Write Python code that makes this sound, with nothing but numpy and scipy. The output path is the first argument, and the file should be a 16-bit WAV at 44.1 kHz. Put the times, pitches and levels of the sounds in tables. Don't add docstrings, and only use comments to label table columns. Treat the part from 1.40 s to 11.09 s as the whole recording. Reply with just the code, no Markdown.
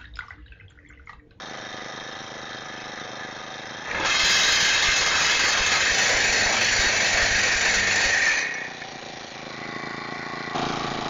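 import sys
import numpy as np
from scipy import signal
from scipy.fft import rfft, irfft, next_fast_len
from scipy.io import wavfile
from scipy.ndimage import uniform_filter1d

SR = 44100
rng = np.random.default_rng(int(sys.argv[2]) if len(sys.argv) > 2 else 0)


def dump_mix(stems):
    frames = np.atleast_2d(stems).T
    limited = np.clip(frames, -1, 1)
    pcm = np.round(limited * 32767).astype(np.int16)
    wavfile.write(sys.argv[1], SR, pcm)


N = 427329
TIME = np.arange(N) / SR
GRID = np.fft.rfftfreq(8192, 1 / SR)
SPLIT_HZ = 2850


# frequency in Hz, level in dB.
SEATING_TONE = [(180, -42.5), (300, -0.5), (418, -12), (524, 1), (781, -18.5), (846, -2), (1520, -11),
                (1670, -3.5), (2390, -25), (3510, -7.5), (7200, -46), (9360, -65.5), (15800, -120)]
FIRST_POST_TONE = [(88, -42.5), (150, -14), (384, -30), (750, -9.5), (1080, -5.5), (1250, -2), (1400, -8),
                   (1650, 7.5), (2100, -6), (2280, -6.5), (2550, -0.5), (2910, -10.5), (3150, -6),
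                   (3890, -5), (6530, -9), (7200, -11), (9360, -61), (15800, -120)]
SECOND_POST_TONE = [(88, -48), (150, -30.5), (204, -15), (306, -17.5), (459, -8.5), (699, -4.5),
                    (1250, -12.5), (1850, -3), (2000, -2.5), (2550, -11.5), (3310, -13.5), (4430, -13),
                    (4880, -15), (6020, -12), (7200, -11.5), (9360, -50), (15800, -120)]
LOOSE_TONE = [(240, -54), (400, -23), (816, -16), (1420, -19.5), (1860, 7.5), (2050, -11.5), (2580, -11.5),
              (2700, -21.5), (3240, -36.5), (4130, -13.5), (5390, -28), (6080, -20.5), (7200, -24),
              (9360, -63.5), (15800, -120)]
# frequency in Hz, width in Hz, level in dB.
SEATING_MODES = [(526, 43, -8), (1030, 63, -6.5), (1640, 170, -5)]
FIRST_POST_MODES = [(1275, 92, -11.5), (1604, 170, -4), (2106, 59, 4), (2595, 48, 2.5), (3206, 73, -4),
                    (3830, 41, -4.5), (4060, 27.4, -9.5), (4294, 33, -6), (5040, 81, -9.5), (5400, 40, -24),
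                    (6496, 44, -7)]
SECOND_POST_MODES = [(1623, 86, -0.5), (1838, 94, 1.5), (2210, 130, -4), (2304, 66, -4.5), (2572, 155, -2),
                     (3820, 43, -9.5), (4394, 356, -8), (5940, 109, -7.5), (7040, 44, -12)]
LOOSE_MODES = [(1767, 55, -4.5), (1901, 36, -2.5), (2204, 30, -1.5), (2330, 54, -7.5), (2460, 17, -3),
               (6150, 38, -16.5)]
# time in seconds, contact (0 seating, 1 first post, 2 second post, 3 loose).
CONTACT = [(2.645, 0.5), (2.67, 1), (4.42, 1.5), (4.58, 2), (6.6, 2), (6.98, 3)]
# exhaust hum, post ring, hammer clash, housing rattle, all in dB.
CONTACT_MIX = [(-35, -18.5, -30, -26), (-47.5, -22, -21.5, -30), (-38, -21, -22.5, -31.5),
               (-51, -19, -27, -36)]
# time in seconds, force in dB.
FORCE = [(0.2, -39), (1.4, -23.5), (2.42, -23), (2.53, -7), (2.63, -4), (2.67, -1), (2.86, 1.5), (3.5, 0.2),
         (5.5, -0.38), (6.5, -1.5), (6.98, -0.5), (7.11, -12), (7.26, -16), (7.5, -64)]
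# middle in seconds, boost in dB.
SHAKES = [(2.64, 7), (3.0, 0), (3.74, 6), (4.12, 4), (4.34, 4.5), (4.74, 4), (5.12, 6.5), (5.5, 2),
          (5.8, 3), (6.25, 2)]

def hammer(turns, load, blows_per_cycle=.46, blow_s=0.042, chatter_db=-8, clash_growth=1.95, shake_s=0.1):
    hits = strikes(turns * blows_per_cycle + .05 * wander(15), spread_db=3.2)
    blows = decay(hits, blow_s) + amp(chatter_db)
    blows = (blows / np.mean(blows)) ** load
    bounces = (rng.random(N) < 700 / SR) * rng.standard_normal(N)
    grit = rng.standard_normal(N) + amp(-2) * unit(bounces)
    drive = flare(blows * grit, depth_db=2.2, bins=5, frames=6)
    force = amp(curve(FORCE))
    shake_db = sum(db * np.exp(-((TIME - s) / shake_s) ** 2) for s, db in SHAKES)
    ring_gain = force * fader(CONTACT, CONTACT_MIX, column=1)
    clash_gain = force ** clash_growth * fader(CONTACT, CONTACT_MIX, column=2)
    housing_gain = np.minimum(force, 1) * fader(CONTACT, CONTACT_MIX, column=3) * amp(shake_db)
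    contacts = [(SEATING_TONE, SEATING_MODES), (FIRST_POST_TONE, FIRST_POST_MODES),
                (SECOND_POST_TONE, SECOND_POST_MODES), (LOOSE_TONE, LOOSE_MODES)]
    out = np.zeros(N)
    for k, (tone, modes) in enumerate(contacts):
        metal = ring(drive, body(tone, modes, modes_db=1))
        housing, tube = band(metal, 0, 1400), band(metal, 1400, SPLIT_HZ)
        clash = metal - housing - tube
        mix = housing_gain * unit(housing) + ring_gain * unit(tube) + clash_gain * unit(clash)
        out += share(CONTACT, k) * mix
    return out


# frequency in Hz, width in Hz, level in dB.
SINGING_MODES = [(1879, 20, -2.5), (1770, 25, -6), (2128, 6.8, -12), (2496, 5.6, -6)]
# time in seconds, level in dB.
SINGING_LEVEL = [(4.5, -71), (4.8, -28.5), (5.5, -42), (5.9, -30.5), (7.0, -28), (7.45, -51.5), (7.6, -70)]

def singing(waver_db=2):
    rattle = rng.standard_normal(N)
    modes = 0
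    for hz, width, db in SINGING_MODES:
        pole = np.exp((2j * np.pi * hz - np.pi * width) / SR)
        swing = signal.lfilter([1], [1, -pole], signal.lfilter([1], [1, -pole], rattle))
        damped = swing.real / np.sqrt(abs(swing) + 1e-9)
        modes = modes + amp(db) * unit(damped)
    return unit(modes) * amp(curve(SINGING_LEVEL)) * amp(waver_db * wander(25))


# start in seconds, level in dB.
CLANKS = [(2.456, -29), (2.487, -28.5), (2.512, -21), (4.15, -17), (6.904, -20), (7.142, -30), (7.245, -37),
          (7.418, -25)]

def clanks():
    knocks = taps(CLANKS, decay_s=0.005) * rng.standard_normal(N)
    return ring(knocks, unit(body(LOOSE_TONE, LOOSE_MODES, modes_db=0)))


# start in seconds, level in dB.
PINGS = [(7.012, -27), (7.14, -29.5)]

def rim_pings(hz=5865):
    return taps(PINGS, decay_s=0.01) * np.sin(2 * np.pi * hz * TIME)


# time in seconds, level in dB.
THUDS = [(2.838, -28), (3.488, -19.5), (3.622, -31), (4.21, -24), (4.52, -28), (4.752, -26), (4.898, -25),
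         (5.063, -25), (5.32, -30), (5.396, -19.5), (5.47, -24), (5.747, -26), (5.83, -18), (5.914, -24),
         (5.957, -24), (6.16, -24.5), (6.288, -31), (6.37, -26), (6.409, -31), (6.66, -23)]

def thuds(load, dip_s=0.0037, rebound_s=0.0078, rumble_db=-47.5):
    out = amp(rumble_db) * wander(110) * load ** 4
    for s, db in THUDS:
        dip = 1.16 * np.exp(-((TIME - s) / dip_s) ** 2)
        rebound = 0.37 * np.exp(-((TIME - s - rebound_s) / rebound_s) ** 2)
        out += amp(db) * (rebound - dip)
    return out


def housing_bump(start_s=3.228, db=-20, hz=190, decay_s=.005):
    age = np.maximum(TIME - start_s, 0)
    return amp(db) * np.exp(-age / decay_s) * np.sin(2 * np.pi * hz * age)


# time in seconds, position (0 on the first post, 1 on the second post
POSITION = [(4.5, 0), (4.56, 1), (7.9, 1), (8.35, 2), (8.75, 2), (9.145, 2.15), (9.155, 3)]
# exhaust puffs, crankcase knock, valve ticking, all in dB.
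ENGINE_MIX = [(-46, -39.5, -43), (-45.5, -40.5, -44), (-39.5, -35.5, -45), (-30, -30, -36)]
# frequency in Hz, level in dB.
PUFF_TONE = [(30, -33), (70, -14), (130, -1), (230, 2), (330, 1.5), (420, 0), (490, -5.5), (720, -11),
             (1200, -30)]

def exhaust(turns, load, fire_at=-0.024, intake_at=0.258, lope_db=1.5, lope_change_s=4.53, load_db=-1):
    accent = np.where(TIME < lope_change_s, np.cos(2 * np.pi * turns / 3), -np.cos(np.pi * turns))
    intake_gain = amp(np.interp(curve(POSITION), [0, 2], [-2, -5]))
    firings = strikes(turns - fire_at, spread_db=1.9) * amp(lope_db * accent)
    gulps = strikes(turns - intake_at, spread_db=1.9) * intake_gain
    one_puff = np.fft.fftshift(irfft(shape(PUFF_TONE)))
    puffs = band(signal.oaconvolve(firings - gulps, one_puff, "same"), 0, 1300)
    puffs /= np.sqrt(curve(SPEED) * (1 + intake_gain ** 2))
    puffs /= np.std(band(puffs, 100, 450))
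    return puffs * fader(POSITION, ENGINE_MIX, column=0) * amp(load_db * load)


# multiple of the firing rate, level in dB.
HUM_NOTES = [(2, 4), (4, 3), (5, 1.5), (6, -28.5), (7, -3.5), (9, -1)]

def hum(turns, load, swell_db=0.7):
    shaken = [(amp(db + 2 * wander(25)), k * turns + .05 * wander(25)) for k, db in HUM_NOTES]
    notes = sum(gain * np.sin(2 * np.pi * (phase + rng.random())) for gain, phase in shaken)
    return unit(notes) * fader(CONTACT, CONTACT_MIX, column=0) * amp(swell_db * wander(4)) * load ** 2


# place in the cycle (0-1), length in cycles, knock in dB, tick in dB.
STROKES = [(.0, 0.074, -2, -4), (.22, 0.049, 2, -3.5), (0.518, 0.092, -1, 2.5), (0.758, 0.076, -0.5, -2.5),
           (.89, 0.077, -12, 1.5)]
# frequency in Hz, level in dB.
CASING_FIRST_TONE = [(210, -58), (350, -24), (364, -17.5), (470, -1.5), (611, -2.5), (757, -7.5), (916, -6),
                     (1700, -6.5), (2930, -17.5), (3120, -26.5), (3730, -3), (4740, -19.5), (5120, -26),
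                     (5810, -11.5), (7200, -33.5), (9360, -56), (15800, -120)]
CASING_SECOND_TONE = [(210, -23), (400, -7), (520, 3), (780, -11), (950, -6), (1350, -7.5), (1900, -5),
                      (2400, -7.5), (3150, -13), (3600, -8.5), (4400, -13.5), (4900, -22), (5700, -13),
                      (6800, -19), (7300, -45)]
CASING_ASIDE_TONE = [(210, -38), (350, -12), (451, -12), (566, -18.5), (720, -4), (1010, -15), (1110, 1),
                     (1300, -15), (1520, -8), (1660, -15), (1960, -3), (2340, -26), (2680, -22),
                     (4510, -16.5), (7200, -28.5), (9360, -74.5), (15800, -120)]
CASING_AFTER_CUT_TONE = [(210, -9.5), (350, 0), (392, -22), (451, -22), (480, -40.5), (711, 3.5), (817, -6),
                         (1000, -16), (1150, -7), (1600, -12), (2310, -13), (3330, -15.5), (3730, -15),
                         (6670, -24), (7200, -30), (9360, -58), (15800, -120)]
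# frequency in Hz, width in Hz, level in dB.
CASING_FIRST_MODES = [(795, 77, -1.5), (1237, 18, 4), (1732, 77, 1.5), (1978, 33, 1.5), (3225, 76, -3),
                      (3623, 18, 0), (5210, 100, -8), (5560, 67, -6.5), (5930, 26, -12), (6180, 120, -10.5)]
CASING_SECOND_MODES = [(766, 63, 4), (1914, 63, -1), (2356, 30, 0), (4060, 280, -10), (4690, 59, -9.5),
                       (5610, 67, -18.5)]
CASING_ASIDE_MODES = [(780, 240, -16), (1097, 26, -1.5), (1451, 76, -4), (1980, 73, 1.5), (2290, 58, -3.5),
                      (3600, 36, -5), (4150, 86, -9)]
CASING_AFTER_CUT_MODES = [(835, 98, 2.5), (1146, 99, 7), (1930, 100, -1), (2290, 84, -11), (3140, 90, -15),
                          (3790, 230, -9.5)]

def clatter(turns, load, steady_db=-8, click_db=-16, load_knock_db=6, load_tick_db=0.5):
    drives = []
    for column, alike in enumerate((.75, .35)):
        strokes = [(at, length, amp(levels[column])) for at, length, *levels in STROKES]
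        power = sum(gain ** 2 * np.exp(-((turns - at) % 1) / length) for at, length, gain in strokes)
        envelope = np.sqrt(amp(steady_db) ** 2 + power)
        clicks = sum(gain * strikes(turns - at, spread_db=5.4) for at, _, gain in strokes)
        repeating = np.sqrt(alike / 2) * each_cycle(turns + .0015 * wander(40))
        fresh = np.sqrt(1 - alike) * rng.standard_normal(N)
        rattle = unit(envelope * (repeating + fresh)) + amp(click_db) * unit(clicks)
        drives.append(flare(rattle, depth_db=1.6, bins=9, frames=7))
    knock_drive, tick_drive = drives
    knock_gain = fader(POSITION, ENGINE_MIX, column=1) * amp(load_knock_db * load)
    tick_gain = fader(POSITION, ENGINE_MIX, column=2) * amp(load_tick_db * load)
    positions = [(CASING_FIRST_TONE, CASING_FIRST_MODES), (CASING_SECOND_TONE, CASING_SECOND_MODES),
                 (CASING_ASIDE_TONE, CASING_ASIDE_MODES), (CASING_AFTER_CUT_TONE, CASING_AFTER_CUT_MODES)]
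    out = np.zeros(N)
    for k, (tone, modes) in enumerate(positions):
        casing = body(tone, modes, modes_db=-1)
        knock = band(ring(knock_drive, casing), 0, SPLIT_HZ)
        knock /= np.std(band(knock, 520, SPLIT_HZ))
        tick = unit(band(ring(tick_drive, casing), SPLIT_HZ, SR))
        out += share(POSITION, k) * (knock_gain * knock + tick_gain * tick)
    return out


# multiple of the firing rate, level on the first post in dB, level aside in dB.
WHINE_NOTES = [(28, -25, -12), (29, -5.5, -16), (30, -16, -11), (34, -35, -18), (40, -35, -8),
               (47, -17, -35), (54, -35, -17), (84, -35, -19)]

def gear_whine(turns, load, trim_db=-2, waver_db=2):
    on_post, aside = share(POSITION, 0), np.clip(curve(POSITION) - 1, 0, 1)
    notes = 0
    for k, on_post_db, aside_db in WHINE_NOTES:
        gain = (on_post * amp(on_post_db) + aside * amp(aside_db)) * amp(waver_db * wander(14))
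        notes = notes + gain * np.sin(2 * np.pi * (k * turns + .05 * wander(6.5)))
    return np.sqrt(2) * notes * amp(trim_db) * fader(POSITION, ENGINE_MIX, column=1) * (1 - load) ** 2


# frequency in Hz, level in dB.
AIR_TONE = [(20, -8), (60, -11), (120, -1), (300, -13.5), (1000, -16.5), (7000, -42)]
# time in seconds, level in dB.
AIR_LEVEL = [(2.4, -53), (7.3, -55.5), (8, -52.5), (9.145, -52), (9.155, -43)]

def outdoor_air():
    return amp(curve(AIR_LEVEL)) * unit(ring(rng.standard_normal(N), shape(AIR_TONE)))


def amp(db):
    return 10 ** (np.asarray(db) / 20)


def unit(x):
    return x / np.sqrt(np.mean(x ** 2) + 1e-20)


def curve(rows):
    return np.interp(TIME, *np.transpose(rows))


def share(control, k):
    return np.maximum(1 - abs(curve(control) - k), 0)


def fader(control, mix, column):
    return amp(np.interp(curve(control), np.arange(len(mix)), np.array(mix)[:, column]))


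def shape(tone):
    hz, db = np.transpose(tone)
    return amp(np.interp(np.log(GRID + 1), np.log(hz), db))


def body(tone, modes, modes_db):
    power = sum(amp(db) ** 2 / (1 + (2 * (GRID - hz) / width) ** 2) for hz, width, db in modes)
    return np.hypot(unit(shape(tone)), amp(modes_db) * unit(np.sqrt(power)))


def ring(x, gains):
    log_gain = np.log(np.maximum(np.r_[gains, gains[-2:0:-1]], 1e-5))
    response = np.fft.ifft(np.exp(np.conj(signal.hilbert(log_gain)))).real
    return signal.oaconvolve(x, response[:len(response) // 2])[:N]


def band(x, lo, hi):
    size = next_fast_len(N)
    hz = np.fft.rfftfreq(size, 1 / SR)
    return irfft(rfft(x, size) * ((hz >= lo) & (hz < hi)), size)[:N]


def wander(hz):
    return unit(band(rng.standard_normal(N), .2, hz))


def strikes(turns, spread_db):
    clicks = np.diff(np.floor(turns), prepend=np.floor(turns[0])).clip(0, 1)
    return clicks * amp(spread_db * rng.standard_normal(N).clip(-2, 2))


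def decay(x, seconds):
    return signal.lfilter([1], [1, -np.exp(-1 / (seconds * SR))], x)


def taps(cues, decay_s):
    return sum(amp(db) * (TIME >= s) * np.exp(-abs(TIME - s) / decay_s) for s, db in cues)


def each_cycle(turns, size=2048):
    pattern = unit(irfft(np.exp(2j * np.pi * rng.random(size // 4)), size))
    return np.interp(turns % 1 * size, np.arange(size), pattern)


def flare(x, depth_db, bins, frames):
    spectra = signal.stft(x, nperseg=1024)[2]
    patches = uniform_filter1d(rng.standard_normal(spectra.shape), bins, axis=0)
    patches = uniform_filter1d(patches, frames, axis=1)
    return signal.istft(spectra * amp(depth_db * unit(patches)), nperseg=1024)[1][:N]


# time in seconds, engine speed in firings a second.
SPEED = [(0.0, 26.38), (0.41, 25.53), (0.81, 26.6), (1.58, 25.35), (2.4, 26.51), (2.56, 43.37),
         (2.82, 43.6), (3.13, 51.78), (3.61, 45.61), (4.53, 47.59), (4.57, 59.03), (4.73, 59.18),
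         (4.93, 51.29), (5.26, 57.16), (5.73, 50.37), (6.8, 49.52), (7.03, 32.83), (7.48, 28.38),
         (8.05, 26.76), (8.85, 28.4), (9.69, 27.73)]
IDLE_RATE, FULL_RATE = 28.9, 40
CUT_S, JUMP_CYCLES = 9.15, .345
SINK_DB_PER_S = 5.5

def scene():
    speed = curve(SPEED)
    turns = np.cumsum(speed) / SR - JUMP_CYCLES * (TIME > CUT_S)
    load = np.clip((speed - IDLE_RATE) / (FULL_RATE - IDLE_RATE), 0, 1)
    air = outdoor_air()
    engine = exhaust(turns, load) + hum(turns, load) + clatter(turns, load) + gear_whine(turns, load)
    engine *= amp(-SINK_DB_PER_S * np.maximum(TIME - CUT_S, 0))
    pounding = hammer(turns, load) + singing() + clanks() + rim_pings() + thuds(load) + housing_bump()
    return (pounding + engine + air)[None]


def low_pass(x, hz, size):
    return signal.oaconvolve(x, signal.firwin(size, hz, window=("kaiser", 8), fs=SR)[None], "same")


def record(dry, ceiling=0.16, peak=0.18):
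    squashed = dry / (1 + (dry / ceiling) ** 4) ** (1 / 4)
    dulled = low_pass(squashed, hz=7230, size=401)
    shaved = dulled / (1 + (dulled / peak) ** 20) ** (1 / 20)
    return low_pass(shaved, hz=15830, size=511)


dry = scene()
out = record(dry)
dump_mix(out)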